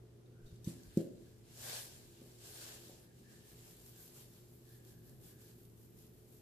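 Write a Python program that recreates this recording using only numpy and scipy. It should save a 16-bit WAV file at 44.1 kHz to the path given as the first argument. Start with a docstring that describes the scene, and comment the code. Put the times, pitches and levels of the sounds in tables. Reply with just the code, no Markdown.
"""Coarse salt slides in swishes inside a cardboard box and trickles in small shakes onto a metal spoon.
Friction of many crystals makes the swish, and the air in the box resonates on a hollow note;
separate impacts make the trickle. Before the pour the box is lifted and knocks twice, ringing the
modes of the kitchen counter, and hard contacts tick on the spoon. A fridge hums over room rumble
and microphone hiss."""
import sys
import numpy as np
from scipy import signal
from scipy.fft import rfft, irfft
from scipy.io import wavfile
from scipy.ndimage import uniform_filter1d

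SR = 44100
rng = np.random.default_rng(int(sys.argv[2]) if len(sys.argv) > 2 else 0)


def wav_out(sig):
    """Save sig, one row per channel (or a flat mono array), as 16-bit PCM at SR to the path in sys.argv[1]."""
    wavfile.write(sys.argv[1], SR, np.round(np.clip(np.atleast_2d(sig).T, -1, 1) * 32767).astype(np.int16))


N = 283077
T = np.arange(N) / SR

# salt sliding as the box is lifted, tipped twice and held slanted: time_s, relative_db
SLIDE_LEVELS = [(0.4, -92), (0.47, -75.5), (0.62, -81.5), (0.77, -70.5), (0.93, -69.5), (1.12, -78.5),
                (1.28, -74.5), (1.43, -79.5), (1.48, -71), (1.55, -65.5), (1.66, -49), (1.76, -48),
                (1.89, -60.5), (2.09, -69), (2.38, -69.5), (2.46, -59), (2.53, -59.5), (2.63, -54.5),
                (2.72, -56.5), (2.8, -62.5), (2.9, -63.5), (3.04, -72.5), (3.09, -78.5), (3.65, -67),
                (4.4, -76.5), (5.75, -89), (6.42, -77.5)]
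# the hand shakes the box five or six times a second: middle_s, length_s, slide_relative_db, fall_db
SHAKES = [(3.005, 0.044, -75, -74), (3.203, .04, -73.5, -79), (3.337, 0.059, -68, -79),
          (3.495, .06, -68, -67), (3.6, .06, -73, -70), (3.695, .07, -69.5, -62), (3.8, .05, -85, -64),
          (3.88, 0.036, -72, -56), (4.032, 0.084, -66.5, -57), (4.185, 0.078, -64, -59),
          (4.356, .07, -71.5, -66.5), (4.545, .04, -82, -65.5), (4.73, 0.096, -73.5, -65.5),
          (4.893, 0.04, -69.5, -63), (5.085, 0.064, -75, -66), (5.275, 0.07, -67, -59.5),
          (5.435, 0.071, -70, -65), (5.5, .04, -70.5, -66), (5.61, 0.078, -79, -66), (5.825, .06, -77, -67),
          (6.006, .06, -71.5, -64.5), (6.165, .04, -93, -73), (6.335, .07, -82, -64.5)]


def sliding_salt():
    """Granular friction: crystals rub the cardboard; small slips brighten one band, then another."""
    # spectrum of the rubbing: frequency_hz, gain_db
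    spectrum = [(240, -45), (400, -5), (560, -2), (1270, -11.5), (2180, -9.5), (3130, -6.5), (10700, -7.5),
                (14000, -8)]
    # resonances of the box walls: centre_hz, width_hz, gain_db
    walls = [(4470, 1300, -11.5), (7420, 620, -5)]
    # the salt jumps when the box is knocked: middle_s, relative_db
    jumps = [(.683, -54), (.985, -57)]
    rub = colour(collisions(per_s=9000, spread_db=1.5, smear_ms=0.81), spectrum)
    rub = rub + sum(undb(db) * resonance(rub, hz, width) for hz, width, db in walls)
    slips = sum(wander(30) * resonance(rub, hz, hz / 5) for hz in 700 * 2 ** np.arange(0, 4.4, 1 / 3))
    jolts = [swell(s, db, rise_s=0.022, fade_s=0.043) for s, db in jumps]
    swishes = [swell(s, db, rise_s=0.029, fade_s=0.045, hold_s=hold) for s, hold, db, _ in SHAKES]
    return at_rms(rub + 0.17 * slips, db=5) * power_sum([envelope(SLIDE_LEVELS)] + jolts + swishes)


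def box_cavity(pitch_hz=1625, cutoff_hz=107):
    """Cavity resonance: air in the box rings on a hollow note, louder the harder the salt slides."""
    # the note also swells alone: middle_s, length_s, level_db, pitch_hz
    swells = [(0.43, .12, -76.5, 1480), (.69, .04, -78, 1740), (.86, .06, -76, 1610),
              (1.002, .04, -74, 1610), (1.278, .06, -81, 1610), (2.72, .05, -71, 1760),
              (3.07, .07, -76, 1730), (3.318, 0.081, -69, 1723), (3.5, .1, -79.5, 1710),
              (3.997, 0.09, -76, 1630), (4.74, 0.11, -75, 1740), (4.987, 0.3, -81, 1675),
              (5.386, 0.23, -78, 1630)]
    noise = rng.standard_normal((2, N)) + 1j * rng.standard_normal((2, N))
    modulation = signal.lfilter(*signal.butter(2, cutoff_hz, fs=SR), noise)

    def note(hz):
        return at_rms((np.exp(2j * np.pi * hz * T) * modulation).real, db=0)

    drive = envelope(SLIDE_LEVELS) / undb(-49)
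    driven = undb(-60.5) * drive ** 1.26 * note(pitch_hz)  # gains 1.26 dB per dB of sliding
    return driven + sum(swell(s, db, rise_s=0.039, fade_s=0.069, hold_s=hold) * note(hz)
                        for s, hold, db, hz in swells)


def falling_salt(crystals_per_s=9, crystal_decay_s=0.0033):
    """Impact noise: a thin, bright stream ticks into the spoon, and large crystals stand out."""
    # grains that fall between the shakes: time_s, level_db
    dribble = [(3.3, -93), (3.5, -74), (4.2, -72), (6.42, -71.5)]
    # spectrum of the stream: frequency_hz, gain_db
    spectrum = [(1500, -16), (4000, -22.5), (7500, -9), (9500, -10), (11500, -1), (13800, -2.5)]
    spurts = [swell(s, db, rise_s=0.028, fade_s=0.034, hold_s=hold) for s, hold, _, db in SHAKES]
    flow = power_sum([envelope(dribble)] + spurts)
    stream = at_rms(colour(collisions(per_s=2700, spread_db=1.5, smear_ms=0.98), spectrum), db=1)
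    chance, size = rng.random(N), rng.standard_normal(N)
    strikes = (chance < crystals_per_s / SR) * undb(3.5 + 3.5 * size)
    decays = signal.lfilter([1], [1, -np.exp(-1 / (crystal_decay_s * SR))], strikes)
    treble = signal.lfilter(*signal.butter(2, 3500, "high", fs=SR), rng.standard_normal((2, N)))
    return flow * (stream + decays * treble)


def box_knocks(room_t60_s=0.78, room_onset_s=0.0026, room_db=-1):
    """Acceleration noise: a push moves the air; a sharper pulse excites the counter and the room."""
    # knocks on the counter: middle_s, peak_db, push_ms, direction, ringing_share_db
    knocks = [(0.451, -50, 11, 1, -20), (0.528, -48, 3.3, 1, -4), (0.6753, -30.5, 1.49, 1, -5),
              (0.6817, -40.5, 0.83, 1, -4), (.885, -54.5, 5, 1, 4), (0.974, -19.5, 0.95, -1, -3),
              (0.9795, -25.5, 1.03, -1, -6.5), (2.218, -49.5, .8, 1, 3.5), (2.897, -49, 0.57, 1, 3)]
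    # modes of the counter: pitch_hz, relative_db, t60_s
    modes = [(118, 1.5, 0.14), (168.4, 0, 0.28), (206, 3, 0.11), (259.4, -5.5, 0.41), (330, -3, 0.25),
             (457, -36, .1), (543, -6, 0.27), (635, -15, 0.73), (910, -5, .15)]
    direct, excitation = np.zeros(N), np.zeros(N)
    for s, db, push_ms, direction, ring_db in knocks:
        push_s = push_ms / 1000
        direct += direction * undb(db) * push_pulse(s, push_s)
        excitation += direction * undb(db + ring_db) * push_pulse(s, 0.75 * push_s)
    t = T[:SR // 2]
    counter = sum(undb(db) * np.cos(2 * np.pi * hz * t) * 1000 ** (-t / t60) for hz, db, t60 in modes)
    ringing = undb(-46) * signal.fftconvolve(excitation, counter)[:N]
    build_up = np.clip(t / room_onset_s, 0, 1) ** 2
    reverb = diffuse_noise(alike_below_hz=280)[:, :len(t)] * 1000 ** (-t / room_t60_s) * build_up
    reverb /= np.sqrt(np.mean(np.sum(reverb ** 2, axis=1)))  # unit energy
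    return direct + ringing + undb(room_db) * signal.fftconvolve(excitation[None], reverb)[:, :N]


def spoon_ticks(pivot_hz=5000):
    """Impact excitation: contacts rattle the spoon's resonances; harder ones favour the higher."""
    # resonances of the spoon: centre_hz, width_hz, relative_db
    modes = [(3740, 280, 0), (4480, 300, -0.5), (6040, 970, 2), (7860, 590, -1), (12600, 2400, -6)]
    # hard contacts: start_s, relative_db, t60_s, hardness_db_per_octave
    contacts = [(.257, -72.5, 0.087, -17), (.325, -75, .08, -6), (.459, -69, 0.46, -10),
                (.467, -77, .06, -6), (0.56, -65, .04, -6), (0.644, -51.5, 0.099, 5),
                (.8335, -52, .015, -1), (0.9728, -48, 0.037, 9)]
    noise = rng.standard_normal((2, N))
    ticks = 0
    for hz, width, mode_db in modes:
        octaves = np.log2(hz / pivot_hz)
        decays = sum(undb(db + hardness * octaves) * (T >= s) * 1000 ** (-np.abs(T - s) / t60)
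                     for s, db, t60, hardness in contacts)
        ring = resonance(resonance(noise, hz, width), hz, width)
        ticks += decays * at_rms(ring, mode_db - 10)
    return ticks


def fridge_hum():
    """Frequency and amplitude modulation: the fridge's low tones waver in pitch and level."""
    # fridge tones: pitch_hz, waver_hz, level_db
    tones = [(119.1, 3.09, -64), (240.2, 4.82, -74), (350, 8.02, -72.5), (419.6, 8.29, -74.5)]
    hum = 0
    for hz, waver_hz, db in tones:
        phase = 2 * np.pi * np.cumsum(hz + waver_hz * wander(12)) / SR
        lead = 0.19 * wander(7.4) * np.array([[1], [-1]])  # standing waves drift between left and right
        hum += at_rms(np.sin(phase + lead) * undb(2.15 * wander(11)), db)
    return hum


def room_rumble():
    """Diffuse low noise fills the room and swells independently in half-octave steps of frequency."""
    # spectrum of the rumble: frequency_hz, gain_db
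    spectrum = [(15, -54), (25, -10), (70, -5), (123, -2.5), (167, -4), (280, -11.5), (356, -6.5),
                (537, -18), (913, -31.5), (1500, -36.5), (1950, -36), (3300, -120)]
    air = colour(diffuse_noise(alike_below_hz=620), spectrum)
    centres_hz = 30 * 2 ** np.arange(0, 6, 0.5)
    rumble = sum(undb(2 * wander(4.8)) * resonance(air, hz, hz / 2) for hz in centres_hz)
    return at_rms(rumble, db=-62.5)


def microphone_hiss():
    """Self-noise: a steady hiss, uncorrelated between the channels."""
    # spectrum of the hiss: frequency_hz, gain_db
    spectrum = [(500, 3), (1000, -4.5), (3000, -4.5), (8000, -7.5), (15000, -9.5)]
    return at_rms(colour(rng.standard_normal((2, N)), [(100, -19)] + spectrum), db=-74.5)


def collisions(per_s, spread_db, smear_ms):
    """Shot noise: random impacts of uneven size, each a short burst in both channels."""
    chance, size = rng.random(N), rng.exponential(size=N)
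    energy = (chance < per_s / SR) * undb(2 * spread_db * size)
    tail = np.exp(-np.arange(400) / (smear_ms * SR / 1000))
    power = np.abs(signal.fftconvolve(energy, tail)[:N])
    return np.sqrt(power) * rng.standard_normal((2, N))


def push_pulse(middle_s, width_s):
    """Radiated pressure follows the acceleration of a bell-shaped push."""
    u = (T - middle_s) / width_s
    return (1 - u ** 2) * np.exp(-u ** 2 / 2)


def diffuse_noise(alike_below_hz, apart=0.062):
    """Spatial coherence: left and right are nearly alike in the bass and unrelated in the treble."""
    mid, side = rng.standard_normal((2, N))
    high_side = signal.lfilter(*signal.butter(1, alike_below_hz, "high", fs=SR), side)
    side = apart * side + (1 - apart) * high_side
    return np.array([mid + side, mid - side])


def resonance(x, hz, width_hz):
    """A damped resonator with gain 1 at its centre."""
    return signal.lfilter(*signal.iirpeak(hz, hz / width_hz, SR), x)


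def colour(x, spectrum):
    """Spectral shaping by gains interpolated over log frequency."""
    hz, db = np.transpose(spectrum)
    bins_hz = np.fft.rfftfreq(x.shape[-1], 1 / SR) + 1
    gain = undb(np.interp(np.log(bins_hz), np.log(hz), db))
    return irfft(rfft(x) * gain, x.shape[-1])


def wander(per_s):
    """Slow random modulation: steps smoothed twice, with unit standard deviation."""
    hold = int(SR / per_s)
    steps = np.repeat(rng.standard_normal(N // hold + 1), hold)
    smooth = uniform_filter1d(uniform_filter1d(steps, hold), hold)[:N]
    return smooth / smooth.std()


def swell(middle_s, db, rise_s, fade_s, hold_s=0):
    """Exponential growth and decay: up 10 dB per rise_s, a hold, then down 10 dB per fade_s."""
    t = np.clip(T - middle_s, -1, 1)
    return undb(db) / np.sqrt(1 + 10 ** (-(t + hold_s / 2) / rise_s) + 10 ** ((t - hold_s / 2) / fade_s))


def envelope(points):
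    """Gain interpolated in decibels; silent before the first point, held after the last."""
    time_s, db = np.transpose(points)
    return undb(np.interp(T, time_s, db, left=-200))


def power_sum(gains):
    """Incoherent sources add in power."""
    return np.sqrt(sum(gain ** 2 for gain in gains))


def at_rms(x, db):
    return x * undb(db) / np.sqrt(np.mean(x ** 2))


def undb(db):
    return 10 ** (np.asarray(db) / 20)


def scene():
    """Superposition: salt and spoon, slightly to the left, add to the knocks and the background."""
    pour = sliding_salt() + box_cavity() + falling_salt() + spoon_ticks()
    return pour * undb([[0.4], [-0.4]]) + box_knocks() + fridge_hum() + room_rumble() + microphone_hiss()


def record(dry, cutoff_hz=14560):
    """Band limiting: a steep elliptic low-pass removes the highest treble."""
    return signal.sosfilt(signal.ellip(12, 0.2, 60, cutoff_hz, fs=SR, output="sos"), dry)


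dry = scene()
out = record(dry)
wav_out(out)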